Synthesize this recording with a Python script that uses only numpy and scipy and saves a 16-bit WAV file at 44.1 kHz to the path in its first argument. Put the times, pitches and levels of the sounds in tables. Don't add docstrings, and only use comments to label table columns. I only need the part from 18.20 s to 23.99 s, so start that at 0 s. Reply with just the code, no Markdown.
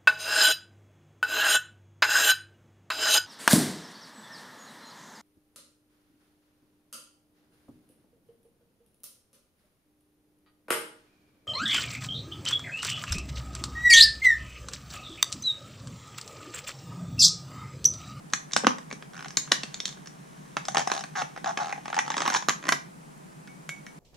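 import sys
import numpy as np
from scipy import signal
from scipy.fft import rfft, irfft, next_fast_len
from scipy.io import wavfile

SR = 44100
rng = np.random.default_rng(int(sys.argv[2]) if len(sys.argv) > 2 else 0)


def transcribe(u):
    v = np.clip(np.atleast_2d(u).T, -1, 1)
    q = np.round(v * 32767).astype(np.int16)
    wavfile.write(sys.argv[1], SR, q)


N = 255339

# (frequency [Hz], relative level per Hz [dB])
ROOM_TONE = [(76, -55), (130, -1), (233, -13.5), (472, -20), (501, -21), (735, -18), (1370, -23.5),
             (3750, -38.5), (8920, -35), (14500, -49), (15400, -70)]
# (frequency [Hz], left-right correlation [-1 to 1])
DIFFUSE_LIKENESS = [(60, 0.82), (130, 0.98), (290, -0.11), (640, -0.66), (1410, -0.61), (3100, 0.57),
                    (6820, 0.1), (15000, -0.42)]
# (frequency [Hz], t60 [s])
ROOM_DECAY = [(150, 0.28), (600, 0.37), (2000, 0.29), (6000, 0.26), (12000, 0.16)]
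# (frequency [Hz], relative level [dB])
ROOM_COLOUR = [(150, -7), (600, -11), (2000, -8), (4200, -10.5), (6000, -6), (8500, -2), (12000, -2)]
# (frequency [Hz], left lead [rad])
PORT_LEAD = [(0, 0), (260, -.1), (950, -1.8), (1640, .7), (2500, -.9), (4000, .4), (6370, 1.0),
             (8960, -1.8), (16000, -2.2)]
# (frequency [Hz], unscaled left over right [dB])
PORT_BALANCE = [(60, -12), (110, 20), (200, -2.5), (380, 4.5), (700, 9.5), (1290, -11), (2380, 2),
                (4400, -2), (8120, 3), (15000, -9)]
# (frequency [Hz], gain [dB])
CLOSE_COLOUR = [(1600, -1), (2500, 1), (3300, -0.5), (4200, -1), (5200, 0.5), (8000, 0.5), (13000, -3),
                (16500, -14)]
# (frequency [Hz], level [dB], t60 [s])
DISH_MODES = [(2234, 4, 0.29), (2250, -4, 0.41), (3650, -11, .3), (6008, -6, 0.25), (8360, -16, .22)]
THUD_MODES = [(189.4, -3, 0.045), (260, 5, 0.022), (367, 0.5, 0.017), (463, 5.5, 0.013)]
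AIR_MODES = [(667, -4.5, 0.016), (796, 5, 0.023), (929, 0, 0.009), (1030, 2, 0.0098)]
# (frequency [Hz], level [dB])
SHEET_MODES = [(1150, 2.5), (1350, -2), (1550, 7), (1850, 8), (2250, 6), (2700, 6.5), (3100, 4)]
CRACK_MODES = [(3550, 0.5), (4300, 5), (5000, 7.5), (5700, 11), (6500, 9.5), (7400, 3), (8400, -3.5)]
EDGE_MODES = [(8700, -3), (10500, 37), (12500, -18), (14500, -35)]
# (time [s], level [dB], china ring [relative dB])
TAPS = [(5.0772, -64, -22), (5.2746, -37.5, -13.5), (5.4914, -21, -15), (5.563, -48, -36),
        (5.6655, -33.5, -14)]
# (time [s], level [dB])
FLEX = [(0.1, -80), (0.41, -57), (0.77, -70), (0.96, -98), (1.19, -55), (1.57, -56), (1.87, -65.5),
        (2.37, -61), (2.62, -57), (3.01, -60.5), (3.74, -60.5), (3.92, -50), (4.11, -44.5), (4.44, -92),
        (4.6, -64), (4.7, -85)]
# (start [s], end [s], first rate [slips/s], last rate [slips/s],
# level [dB], trapped air [relative dB], crack [relative dB])
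CREAKS = [(2.952, 2.973, 405, 436, -24.5, -6, -15.5), (2.968, 3.024, 198, 173, -22.5, 3.5, -9),
          (3.265, 3.315, 450, 187, -27.5, 8.5, -16), (3.397, 3.427, 290, 270, -26.5, 10.5, -11),
          (4.126, 4.169, 120, 340, -29, 4, 3.5)]
# (time [s], sheet level [dB], thud [relative dB],
# trapped air [relative dB], crack [relative dB], fold pitch [Hz])
SNAPS = [(0.1259, -43, 1, -17, 6, 6160), (0.1351, -14, -23, -19, 8, 1890), (0.1015, -55, -20, -16, 9, 4470),
         (0.3115, -37.5, -15, -15, -3, 1800), (0.32, -44, -20, -24, 16, 5850),
         (0.3336, -24.5, -32, -30, 11, 6340), (0.3641, -10, -17, -17, 2, 1540),
         (0.3744, -41.5, -15, -30, 23.5, 6900), (0.4371, -36, 16.5, 10, -20, 1190),
         (0.4459, -20, 2, -12, -13, 1570), (0.4683, -5.5, -2, -13, -5.5, 1150),
         (0.5836, -31.5, -5.5, -23, -4.5, 1890), (0.7035, -43, -4, -15, 4, 2200),
         (0.7123, -28, -11, -27, -6, 2260), (0.7267, -33, 4.5, -30, 6.5, 1700),
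         (0.8245, -32, -34, -24, -7, 1640), (1.058, -29, -31, -3, -11, 1430),
         (1.0824, -37.5, -26, -25.5, 6, 4600), (1.1054, -32.5, -31, -23.5, 0, 6400),
         (1.1702, -17.5, -31, -43, 10, 6160), (1.2765, -35.5, -25, -18, -14, 1100),
         (1.3163, -22, -25, -20, -3, 1390), (1.3189, -7, -12.5, -21, 4, 1850),
         (1.4336, -25.5, -7, -13, 6.5, 2710), (1.5429, -42.5, -32, 1, 22.5, 3600),
         (1.6023, -40, -28, -30, 24, 3600), (1.6546, -37, -35, -31, 24, 3700),
         (1.7715, -40, -20, -14, -10, 1500), (1.859, -40, -25, -20, 2, 4600),
         (1.8721, -37, -31, -19, 6, 5600), (2.3685, -16.5, -48, -12.5, -5.5, 1390),
         (2.4528, -34, -33, -25, 9, 5200), (2.4838, -21, -38, 1.5, 3.5, 1530),
         (2.519, -42, -6, -14, 8, 6100), (2.5466, -22, -29, 5.5, 2.5, 1190),
         (2.5567, -20.5, -24, -10, -12, 1110), (2.6738, -18.5, -33, 3.5, 0, 6100),
         (2.6998, -26.5, -34, 2.5, -1, 1570), (2.7167, -13, -33, -5.5, -2, 1100),
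         (2.8384, -27.5, -12, -2, -2, 1590), (3.0195, -22, -9, -37, -8.5, 1300),
         (3.1627, -31.5, -27, -1, -9, 1430), (3.1754, -32, -23, 4.5, -8, 1920),
         (3.244, -25.5, -16, 1, 1.5, 1650), (3.3737, -19.5, -43, -16, -6, 2450),
         (3.3752, -22.5, -41, -12, -5, 2640), (3.3884, -31, -11, 8, -22, 1220),
         (3.5259, -20, -24, -1.5, -11, 1990), (3.7289, -22.5, -17, 2, -23, 1450),
         (3.7659, -20, -30, 2.5, -7, 1730), (3.7785, -22.5, -30, 7.5, -16, 1050),
         (3.7893, -11, -37, -3.5, -3.5, 1950), (3.9025, -19.5, -16, 1.5, -1, 1100),
         (3.9177, -26.5, -14, -22, 1, 1740), (3.9414, -21.5, -34, 0, -7.5, 1940),
         (3.9674, -19, -8, -3, -2, 1060), (3.9794, -19.5, -11.5, -5, 1.5, 1200),
         (3.996, -30, -20, -7, -15, 1100), (4.035, -30, -8, -3, -5, 1500), (4.122, -27, -25, 9, -4, 1880),
         (4.131, -28, -13, 1, 3, 1100), (4.140, -21, -19, -1, 4.5, 1560), (4.1011, -19, -15, -29, 1, 1500),
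         (4.2238, -26, -35, -1.5, -2, 1230), (4.2857, -9, -43, -12, -2.5, 1196),
         (4.2934, -14, -55, -3, 2.5, 2000), (4.3045, -20.5, -43, -23, -30, 1110),
         (4.4897, -7, -29, -4, -4, 1980), (4.5225, -10.5, -26, -24, -3, 1390),
         (4.5256, -13.5, -14, -15, 1.5, 1080)]
# (start [s], end [s], rate [snaps/s], last gap over first [ratio],
# first level [dB], last level [dB], then thud, trapped air, crack and fold pitch as in SNAPS)
SNAP_RUNS = [(0.934, 1.046, 73, 2.1, -39.5, -30, -21, -9, -3.5, 1460),
             (1.679, 1.727, 45, 3.2, -34.5, -44.5, -27, -7, 8.5, 3560),
             (2.5695, 2.615, 89, 0.95, -12, -29, -37.5, 2.5, 0, 1080),
             (2.736, 2.808, 68, 1.17, -31.5, -34.5, -19, 7, 7.5, 1700),
             (3.2593, 3.32, 67, 0.89, -29, -40, -38, 6.5, 1, 1360),
             (3.432, 3.5144, 90, 0.73, -29.5, -36.5, -23, 6, -0.5, 1350),
             (3.56, 3.579, 62, 1.02, -45, -43, 4, 14, -12, 1090),
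             (3.6568, 3.701, 44, 0.91, -27.5, -27.5, -23, -0.5, -5.5, 1160),
             (3.744, 3.754, 110, 1, -26.5, -32.5, -35, -0.5, -0.5, 1770),
             (3.851, 3.878, 67, 1.3, -40.5, -30.5, -11, 7, 1.5, 1330),
             (4.0046, 4.019, 104, 1.21, -21, -17.5, -12, -1.5, -1, 1200),
             (4.054, 4.077, 91, 2.2, -21, -12.5, -14, 0, -3.5, 1120),
             (4.1495, 4.168, 108, 1.1, -15, -21, -45, -1, -12, 1710),
             (4.4265, 4.482, 76, 1.04, -34.5, -21.5, -6, -7, -5.5, 1870)]


def from_db(db):
    return 10 ** (np.asarray(db) / 20)


def rms_one(x):
    return x / np.sqrt(np.mean(x ** 2) + 1e-20)


def at_hz(points, hz):
    freqs, values = np.array(points, float).T
    return np.interp(np.log(hz + 1), np.log(freqs + 1), values)


def add(out, s, sound):
    i = round(s * SR)
    out[..., i:i + sound.shape[-1]] += sound[..., :N - i]


def filtered(x, hz, kind, order=2):
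    return signal.sosfilt(signal.butter(order, hz, kind, fs=SR, output="sos"), x)


def die_away(pulses, t60):
    return signal.lfilter([1], [1, -from_db(-60 / (t60 * SR))], pulses + 1e-18)


def plastic(modes, cycles=9):
    return [(hz, db, cycles / hz) for hz, db in modes]


def ring(drive, modes):
    out = 0
    for k, (hz, db, t60) in enumerate(modes):
        radius, angle = from_db(-60 / (t60 * SR)), 2 * np.pi * hz / SR
        gain = (-1) ** k * from_db(db) * np.sin(angle)
        poles = [1, -2 * radius * np.cos(angle), radius ** 2]
        out = out + signal.lfilter([0, gain], poles, drive + 1e-18)
    return out / np.sqrt(len(modes))


def burst(modes, rattle_db=-20, kick_db=0, tear_s=0.0013, bend=0.06):
    rise_s, rattle_s = 0.00015, 0.038
    t = np.arange(3000) / SR
    envelope = from_db(-60 * t / tear_s) + from_db(rattle_db - 60 * t / rattle_s)
    envelope *= 1 - np.exp(-t / rise_s)
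    force = envelope * rng.standard_normal(len(t)) - from_db(kick_db) * (t == 0)
    out = 0
    for k, (hz, db, t60) in enumerate(modes):
        bent_hz = hz * (1 + bend * rng.uniform(-1, 1))
        out = out + from_db(db) * np.sqrt(t60) * (-1) ** k * rms_one(ring(force, [(bent_hz, 0, t60)]))
    return out / np.abs(out).max()


def diffuse(spectrum, size, decays=None):
    out, edges = 0, 20 * 2 ** np.arange(0, 9.8, 1 / 3)
    white, t = rng.standard_normal((2, 2, size)), np.arange(size) / SR
    for k, (low, high) in enumerate(zip(edges, edges[1:])):
        mid, side = filtered(white[k % 2], [low, high], "band")
        hz = np.sqrt(low * high)
        alike = at_hz(DIFFUSE_LIKENESS, hz)
        stereo = np.sqrt(1 + alike) * mid + np.sqrt(1 - alike) * side * [[1], [-1]]
        fade = from_db(-60 * t / at_hz(decays, hz)) if decays else 1
        out = out + from_db(at_hz(spectrum, hz)) * fade * stereo
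    return rms_one(out)


def room_tone(level_db=-47, throb_s=0.1025, crest_at_s=4.97, throb_db=4.5, throb_top_hz=370):
    noise = from_db(level_db) * diffuse(ROOM_TONE, N + 8000)[:, 8000:]
    hum = filtered(noise, throb_top_hz, "low")
    turn = 2 * np.pi * (np.arange(N) / SR - crest_at_s) / throb_s
    return noise + hum * (from_db(throb_db * np.cos(turn)) - 1)


def room_tail(close, level_db=-4.5, gap_s=0.0015, rise_s=0.0006, shift_s=0.11, patterns=5):
    out, size = 0, 16000
    rise = 1 - np.exp(-np.arange(size) / SR / rise_s)
    late = np.pad(close, (round(gap_s * SR), 0))
    position = np.arange(len(late)) / SR / shift_s
    for k in range(patterns):
        offset = (position - k + patterns / 2) % patterns - patterns / 2
        crossfade = np.sqrt(np.clip(1 - np.abs(offset), 0, 1))
        echoes = rise * diffuse(ROOM_COLOUR, size, ROOM_DECAY) / np.sqrt(size)
        out = out + signal.fftconvolve((crossfade * late)[None], echoes, axes=1)[:, :N]
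    return from_db(level_db) * out


def ports(close, lean_per_side=0.41):
    size = next_fast_len(N + 4096)
    hz = np.arange(size // 2 + 1) * SR / size
    left = from_db(lean_per_side * at_hz(PORT_BALANCE, hz)) * np.exp(0.5j * at_hz(PORT_LEAD, hz))
    return irfft(rfft(close, size) * [left, 1 / left], size)[:, :N]


def dish_taps():
    ticks, strikes = np.zeros((2, N))
    for s, db, ring_db in TAPS:
        tick = burst(plastic(SHEET_MODES[2:])) + from_db(-4.5) * burst(plastic(CRACK_MODES))
        tick += from_db(-7) * burst(plastic(EDGE_MODES))
        add(ticks, s, from_db(db) * tick)
        strikes[round(s * SR)] = from_db(db + ring_db)
    return ticks + ring(strikes, DISH_MODES)


def crackle(releases, per_s=1500, spread_db=3, gap_opens_s=2.5, settle_db=-31.5):
    t, jolts = np.arange(N) / SR, np.zeros(N)
    buckles = rng.random(N) < per_s / SR
    sizes = from_db(spread_db * np.minimum(rng.exponential(1, N), 4))
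    grains = buckles * sizes * rng.choice([-1, 1], N)
    bright = rms_one(ring(grains, plastic(SHEET_MODES)) + from_db(3) * ring(grains, plastic(CRACK_MODES)))
    hollow = rms_one(ring(grains, AIR_MODES)) * from_db(np.where(t < gap_opens_s, -46, 0.5))
    for s, db, *_ in releases:
        jolts[round(s * SR)] = from_db(db + settle_db)
    flex_s, flex_db = np.transpose(FLEX)
    fingers = from_db(np.interp(t, flex_s, flex_db, -120, -120))
    return (fingers + die_away(jolts, t60=0.12)) * (bright + hollow)


def creaks(jitter=0.04, spread_db=2, rasp_db=-9.5, radiates_above_hz=580):
    sheet, air, crack = np.zeros((3, N))
    for start, end, first_rate, last_rate, db, air_db, crack_db in CREAKS:
        onset = round(start * SR)
        slip_count = np.cumsum(np.geomspace(first_rate, last_rate, round(end * SR) - onset)) / SR
        slips = onset + np.flatnonzero(np.diff(np.floor(slip_count)))
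        timing, strength = rng.standard_normal((100, 2))[:len(slips)].T
        slips += np.round(jitter * SR / last_rate * timing).astype(int)
        force = from_db(db + spread_db * strength)
        sheet[slips], air[slips], crack[slips] = force, force * from_db(air_db), force * from_db(crack_db)
    rasp = from_db(rasp_db) * die_away(crack, t60=0.035) * rng.standard_normal(N)
    body = ring(sheet, plastic(SHEET_MODES[:3])) + from_db(-16) * ring(sheet, plastic(SHEET_MODES[3:]))
    bright = ring(crack + rasp, plastic(CRACK_MODES))
    return filtered(body + ring(air, AIR_MODES) + bright, radiates_above_hz, "high")


def unzipping(jitter_s=0.00066):
    rows = []
    for start, end, per_s, stretch, first_db, last_db, *colour in SNAP_RUNS:
        gaps = np.geomspace(1, stretch, max(round((end - start) * per_s), 1))
        along = np.append(0, np.cumsum(gaps)) / gaps.sum()
        times = start + (end - start) * along + jitter_s * rng.standard_normal(80)[::2][:len(along)]
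        levels = first_db + (last_db - first_db) * along
        rows += [(s, db, *colour) for s, db in zip(times, levels)]
    return rows


def snaps(releases, lid_rises_s=3.536, pitch_rise_per_s=0.32, edge_db_per_s=11.5, fold_t60_s=0.015):
    out = np.zeros(N)
    for s, db, thud_db, air_db, crack_db, fold_hz in releases:
        lifted_s = max(s - lid_rises_s, 0)
        rise = 1 + pitch_rise_per_s * lifted_s
        thud_modes = [(hz * rise, level, t60) for hz, level, t60 in THUD_MODES]
        air_modes = [(hz * rise, level, t60) for hz, level, t60 in AIR_MODES]
        fold_db = crack_db - 6.5 if fold_hz > SHEET_MODES[-1][0] else -1.5
        fold = from_db(fold_db) * burst([(fold_hz, 0, fold_t60_s)], bend=0, rattle_db=-26.5)
        thud = from_db(thud_db) * burst(thud_modes, kick_db=7.5)
        air = from_db(air_db) * burst(air_modes, kick_db=7, bend=0.014, rattle_db=-21.5)
        sheet = burst(plastic(SHEET_MODES))
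        crack = from_db(crack_db) * burst(plastic(CRACK_MODES), tear_s=0.0088)
        edge_db = -10 + 0.78 * db + max(crack_db, 0) + edge_db_per_s * lifted_s
        edge = from_db(edge_db) * burst(plastic(EDGE_MODES), rattle_db=-38)
        add(out, s, from_db(db) * (fold + thud + air + sheet + crack + edge))
    return out


def scene():
    releases = SNAPS + unzipping()
    vibration = snaps(releases) + creaks() + crackle(releases) + dish_taps()
    size = next_fast_len(N)
    hz = np.arange(size // 2 + 1) * SR / size
    close = irfft(rfft(vibration, size) * from_db(at_hz(CLOSE_COLOUR, hz)), size)[:N]
    return ports(close) + room_tail(close) + room_tone()


def record(dry, low_stop_hz=110.77, high_stop_hz=16700, rumble_db=-68.5, overload=0.93):
    low_cut = signal.cheby2(8, 45, low_stop_hz, "high", fs=SR, output="sos")
    top_cut = signal.cheby2(16, 70, high_stop_hz, fs=SR, output="sos")
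    white = rng.standard_normal(N) + 0.56 * rng.standard_normal((2, N))
    rumble = from_db(rumble_db) * rms_one(filtered(white, [18, 90], "band", order=1))
    clipped = np.clip(signal.sosfilt(low_cut, dry) + rumble, -overload, overload)
    return signal.sosfilt(top_cut, clipped)


dry = scene()
out = record(dry)
transcribe(out)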